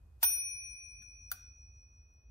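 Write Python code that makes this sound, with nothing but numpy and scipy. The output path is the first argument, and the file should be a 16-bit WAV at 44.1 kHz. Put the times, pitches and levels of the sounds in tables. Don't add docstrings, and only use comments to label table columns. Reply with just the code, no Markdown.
import sys
import numpy as np
from scipy import signal
from scipy.fft import rfft, irfft
from scipy.io import wavfile

SR = 44100
rng = np.random.default_rng(int(sys.argv[2]) if len(sys.argv) > 2 else 0)


def makeup_ratio(level_db):
    decades = np.asarray(level_db, float) / 20
    return 10 ** decades


def wav_record(signal):
    frames = np.transpose(np.atleast_2d(signal))
    bounded = np.clip(frames, -1, 1)
    quanta = np.round(bounded * 32767).astype(np.int16)
    wavfile.write(sys.argv[1], SR, quanta)


N = 101430
STRIKE_S = 0.2285


def at_hz(points, hz):
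    table_hz, value = np.transpose(points)
    return np.interp(np.log(hz), np.log(table_hz), value)


def rms_one(x):
    return x / np.sqrt(np.mean(x ** 2) + 1e-20)


def butter4(x, hz, kind):
    return signal.sosfilt(signal.butter(4, hz, kind, fs=SR, output="sos"), x)


def bands(noises, low_hz, high_hz, count):
    edges = np.geomspace(low_hz, high_hz, count + 1)
    for k, (low, high) in enumerate(zip(edges, edges[1:])):
        band_pass = signal.butter(2, [low, high], "band", fs=SR, output="sos")
        yield np.sqrt(low * high), signal.sosfilt(band_pass, noises[k % 2])


def ring(clicks, hz, t60):
    r, w = makeup_ratio(-60 / (t60 * SR)), 2 * np.pi * hz / SR
    return signal.lfilter([0, np.sin(w)], [1, -2 * r * np.cos(w), r * r], clicks + 1e-18)


def colour(x, table):
    gain = makeup_ratio(at_hz(table, np.fft.rfftfreq(x.shape[-1], 1 / SR) + 1))
    return irfft(rfft(x) * gain, x.shape[-1])


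# pitch_hz, level_db
HISS_DROP = [(300, -4), (1000, -3.5), (4000, -3), (7500, -26), (12000, -6.5)]
# pitch_hz, share
LIKENESS = [(40, .99), (90, .98), (150, .85), (290, .66), (640, .15), (3000, .02)]


def background(spectrum, low_hz, high_hz, count, drop):
    lowered = drop * np.clip((np.arange(N) / SR - STRIKE_S) / 0.061, 0, 1)
    out, unlowered = 0, 0
    for hz, both in bands(rng.standard_normal((2, 2, N + SR)), low_hz, high_hz, count):
        mid, side = both[:, SR:] * makeup_ratio(at_hz(spectrum, hz))
        alike = np.clip(at_hz(LIKENESS, hz), 0, 1)
        common = np.sqrt(1 + alike) * mid
        apart = np.sqrt(1 - alike) * side * [[1], [-1]]
        unlowered = unlowered + common
        out = out + makeup_ratio(at_hz(HISS_DROP, hz) * lowered) * (common + apart)
    return out / np.sqrt(np.mean(unlowered ** 2))


# pitch_hz, level_db
RUMBLE = [(21, -33), (35, -1), (54, 3.5), (75, 0.5), (95, -6.5), (145, -25.5), (200, -22), (300, -42.5),
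          (390, -65), (660, -120)]
# time_s, level_db
TRAFFIC = [(0.0, -55), (0.44, -62.5), (0.73, -57), (0.79, -65.5), (0.979, -54.5), (1.16, -61.5),
           (1.18, -56.5), (2.27, -60), (2.3, -58)]
RUMBLE_DB, RUMBLE_LOW_HZ = -0.54, 38


def rumble():
    noise = butter4(background(RUMBLE, 44.44, 300, count=10, drop=0), RUMBLE_LOW_HZ, "high")
    swell = makeup_ratio(RUMBLE_DB + np.interp(np.arange(N) / SR, *np.transpose(TRAFFIC)))
    return swell * noise * makeup_ratio([[-.5], [.5]])


# pitch_hz, level_db
HISS = [(150, -29), (250, -8.5), (354, -7.5), (519, -10), (1580, -18), (1820, -26.5), (13200, -30),
        (16000, -29.5)]
HISS_DB, HISS_TOP_HZ = -80, 15800


def hiss():
    low_pass = signal.cheby2(10, 40, HISS_TOP_HZ, fs=SR, output="sos")
    return makeup_ratio(HISS_DB) * signal.sosfilt(low_pass, background(HISS, 250, 15000, count=14, drop=1.0))


BELL_HZ = [2445.45, 2500.1, 5801.9, 5807.55, 9568.1, 9583.85, 13826.1, 13832.8]
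BELL_T60_S = [2.58, 5.84, 2.6, 2.594, 1.05, 0.89, .335, .29]
# level_db, lobe_angle_rad, extra_db while the hammer rocks the bell,
# then extra_db and turn_rad once the carriage or hand has moved
LEFT = [(-35, 0.06, -7, -2.5, 1.8), (-53.5, 2.5, 3, 0, 1.1), (-40, 1.07, 3, 6.5, 2.2),
        (-39, 3.5, 0.2, 11, 0.55), (-35, 2, 1.6, 9, 1.9), (-21.5, 3, -1.2, 7, 1.3),
        (-31, 0.9, -1.3, 2.5, .11), (-28, 1.63, 0.8, -0.6, .11)]
# level_db, lobe_angle_rad, rock_db, slid_db, turn_rad
RIGHT = [(-49.5, 3.5, 11, -0.7, 0.51), (-57, -2.5, 6, -0.2, 1.2), (-51.5, -1.9, 3.5, 9.5, 0.23),
         (-38.5, 3.5, 6, 13.5, 1.3), (-28.5, 1.54, -1.5, 5.5, 0.15), (-28, 4, -6.5, 3, 0.18),
         (-18.5, 0.4, -1.4, -0.1, .11), (-27, -0.1, -11, 0, .11)]
# time_s, share of the way
CARRIAGE = [
    (.6, 0),
    (1.0, 0.13),
    (1.4, 0.76),
    (1.9, 0.98),
    (2.3, 0.95),
]
# time_s, share of the way
HAND = [
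    (0.599, 0.06),
    (0.799, 0.17),
    (1.0, 0.61),
    (1.2, 1.13),
]
SETTLE_S, BELL_RISE_S = 0.23, 0.002
EARLIER_RING_DB = -88.5


def bell():
    t = np.arange(N) / SR
    age = np.maximum(t - STRIKE_S, 0)
    rock = np.exp(-age / SETTLE_S)
    moves = [np.interp(t, *np.transpose(way)) for way in (CARRIAGE, HAND) for _ in range(4)]
    out = np.zeros((2, N))
    for ear, table in enumerate((LEFT, RIGHT)):
        for hz, t60, slid, row in zip(BELL_HZ, BELL_T60_S, moves, table):
            db, angle, rock_db, slid_db, turn = row
            level = makeup_ratio(db - 60 * age / t60 + rock_db * rock + slid_db * slid)
            out[ear] += level * np.cos(2 * np.pi * hz * age + angle + turn * slid)
    former = makeup_ratio(EARLIER_RING_DB - 60 * t / BELL_T60_S[1]) * np.sin(2 * np.pi * BELL_HZ[1] * t)
    return out * (1 - np.exp(-age / BELL_RISE_S)) + former * (age == 0)


def top_cut(x):
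    return signal.sosfilt(signal.ellip(8, 1, 28, 15950, fs=SR, output="sos"), x)


LEAD_DB, LEAD_S = -26, 0.0062
MODE_SCATTER = 0.0089
PARTNER_DB = -4


def contacts(rows, modes, crack_colour):
    t, crack = np.arange(N) / SR, np.zeros(N)
    grit = rng.standard_normal((2, N))
    for s, db, crack_s, crack_db in rows:
        shape = makeup_ratio(db) * (t >= s) * np.exp(-np.maximum(t - s, 0) / crack_s)
        lead = makeup_ratio(db + LEAD_DB) * (t < s) * np.exp(np.minimum(t - s, 0) / LEAD_S)
        crack = crack + (shape + lead) * makeup_ratio(crack_db)
    out = crack * rms_one(colour(grit + 0.27 * grit[0], crack_colour))
    s, blow_db = np.transpose(rows)[:2]
    for hz, db, t60, pan_db in modes:
        for detune in (-1, 1):
            blows = np.zeros(N)
            blows[(s * SR).astype(int)] = makeup_ratio(blow_db) * rng.choice([-1, 1], len(s))
            pan = np.array([[.5], [-.5]]) * (pan_db + rng.normal(0, 2.5))
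            side = makeup_ratio(db - 4.0 + PARTNER_DB * (detune > 0) + pan)
            mode_hz = hz * (1 + MODE_SCATTER * detune * rng.uniform(0.45, 1))
            out += side * ring(blows, mode_hz, t60)
    return top_cut(out)


# start_s, level_db, crack_length_s, crack_db
HAMMER = [
    (.2278, -40.5, 0.00093, 9),
    (.2292, -29, 0.0013, 4.5),
    (.2312, -30, 0.0034, 2),
    (.2378, -38.5, 0.007, 5.5),
    (.244, -44.5, .004, 6),
]
# pitch_hz,
# level_db, t60_s, left_right_db
FRAME = [(770, -12.5, 0.026, -4.5), (910.3, -0.5, 0.049, -0.8), (889, -26, 0.099, -1), (1488, -1, 0.05, 5),
         (1527, -6, .05, 1.5), (1498, -26.5, 0.4, -2), (2925, -5.5, 0.034, 3.2), (3380, -7.5, .03, 5.5),
         (3520, -7, 0.062, -0.4), (4800, -4, .04, 0), (4930, -30.5, .6, -3.1), (5930, -16, 0.021, -0.2),
         (6910, -18, .04, -6), (8480, -7.5, .015, -5), (10900, -14.5, .02, -4), (11930, -9.5, 0.04, -7),
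         (12200, -23.5, 0.2, -2.5), (13300, -10.5, .02, -3), (15000, -8.5, 0.018, -4), (15660, 3.5, .07, 5)]
# pitch_hz, level_db
CRACK = [(300, -33), (700, -9.5), (1500, -9), (4500, -5.5), (9000, -10.5), (13700, -5.5), (16500, -21.5)]


def hammer():
    return contacts(HAMMER, FRAME, CRACK)


# start_s, level_db, crack_length_s, crack_db
SHAKE = [
    (.233, -41, .004, -40.5),
    (.2385, -47.5, .004, -40),
    (.244, -43.5, .004, -39),
]
# pitch_hz, level_db, t60_s, left_right_db
CASE = [(194, -11, .1, -0.5), (366, -12, .2, -2), (499, 0, .09, 0.1), (600, -16, 0.048, -0.7)]


def case():
    return contacts(SHAKE, CASE, CRACK)


# pitch_hz, t60_s
ROOM_T60 = [(200, 0.8), (1000, 0.48), (4000, 0.49), (9000, 0.24), (15800, 0.09)]
# pitch_hz, level_db
ROOM_DB = [(200, -11), (1500, -13.5), (3000, -11), (4800, -13.5), (7500, -11), (12000, -6), (15700, -8)]


def room(x):
    t = np.arange(int(.7 * SR)) / SR
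    noises = rng.standard_normal((2, 2, len(t)))
    tail = 0
    for hz, band in bands(noises, 100, 18000, count=15):
        tail = tail + band * makeup_ratio(at_hz(ROOM_DB, hz) - 60 * t / at_hz(ROOM_T60, hz))
    tail = top_cut(tail * np.minimum(t / 0.002, 1) / np.sqrt(SR / 50))
    return signal.fftconvolve(x, tail, axes=1)[:, :N]


# start_s, level_db, crack_length_s, crack_db
TOUCH = [
    (1.021, -66, 0.002, 1.2),
    (1.0255, -68.5, 0.0048, 1.1),
]
# pitch_hz, level_db, t60_s, left_right_db
CATCH = [(1460, -2, 0.088, 4), (1740, 3.5, 0.03, -1.5), (3400, 0, 0.015, 6.5), (4270, 3.5, 0.012, 8),
         (6530, -9, .012, 0), (7630, -11, 0.015, 7), (11900, -17, 0.02, 3), (15100, -16, 0.019, -7)]
# pitch_hz, level_db
SNAP = [(300, -47), (600, -43.5), (1500, -10.5), (5000, -15), (9000, -11.5), (14000, -5.5), (16500, -19.5)]


def catch():
    return contacts(TOUCH, CATCH, SNAP)


# start_s, level_db, length_s
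TICKS = [
    (1.185, -75, .003),
    (2.137, -77, .004),
    (2.296, -80, .004),
    (1.58, -80, .004),
]
TICK_HZ = 8500


def ticks():
    t = np.arange(N) / SR
    shape = sum(makeup_ratio(db) * (t >= s) * np.exp(-np.maximum(t - s, 0) / length) for s, db, length in TICKS)
    return shape * butter4(rng.standard_normal((2, N)), TICK_HZ, "high")


# start_s, level_db, crack_length_s, crack_db
LATCH = [
    (1.3154, -35.5, 0.00061, 4),
    (1.3163, -42, 0.00054, 3),
    (1.3172, -37.5, 0.00086, 3),
    (1.3196, -48.5, 0.0011, 3),
    (1.3211, -46.5, 0.0041, 3),
    (1.3242, -47, .004, 3),
]
# pitch_hz, level_db, t60_s, left_right_db
LEVER = [(565, -15, 0.046, -1), (758, -19.5, 0.073, 1), (1146, -11, 0.044, 2), (1408, 0.5, 0.025, 2),
         (1520, -10, 0.052, 6.8), (1440, -26.5, 0.3, -1.5), (1630, -14.5, 0.031, -1),
         (2410, -18.5, 0.047, -5.5), (3487, -8.5, 0.015, 13), (4060, -6, 0.022, -0.5), (4560, -6, 0.041, 1),
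         (4540, -25.5, 0.12, -3), (6045, -7, 0.039, 2.5), (7470, -24, 0.024, -2.5), (8900, -6, .02, 9),
         (10430, -0.5, 0.013, -6), (10970, -1.5, 0.016, 1.5), (11470, -7, 0.017, -2), (12030, 1.5, .015, 4),
         (13200, 0, 0.016, -1), (13800, -7, 0.025, 7), (14600, 7, 0.035, -4.5), (15520, 1.5, 0.04, 7)]


def lever():
    return contacts(LATCH, LEVER, SNAP)


SMALL_PARTS_HZ = 484.4
RIGHT_LAG = 7


def scene():
    floor = rumble() + hiss()
    small_parts = hammer() + catch() + ticks() + lever()
    knocks = butter4(small_parts, SMALL_PARTS_HZ, "high") + case()
    knocks[1] = np.roll(knocks[1], RIGHT_LAG)
    return bell() + knocks + room(knocks) + floor


def band_limit(x):
    return signal.sosfilt(signal.butter(12, 16980, fs=SR, output="sos"), x)


def record(dry):
    mix = signal.sosfilt(signal.cheby2(10, 50, 18200, fs=SR, output="sos"), dry)
    return band_limit(mix)


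dry = scene()
out = record(dry)
wav_record(out)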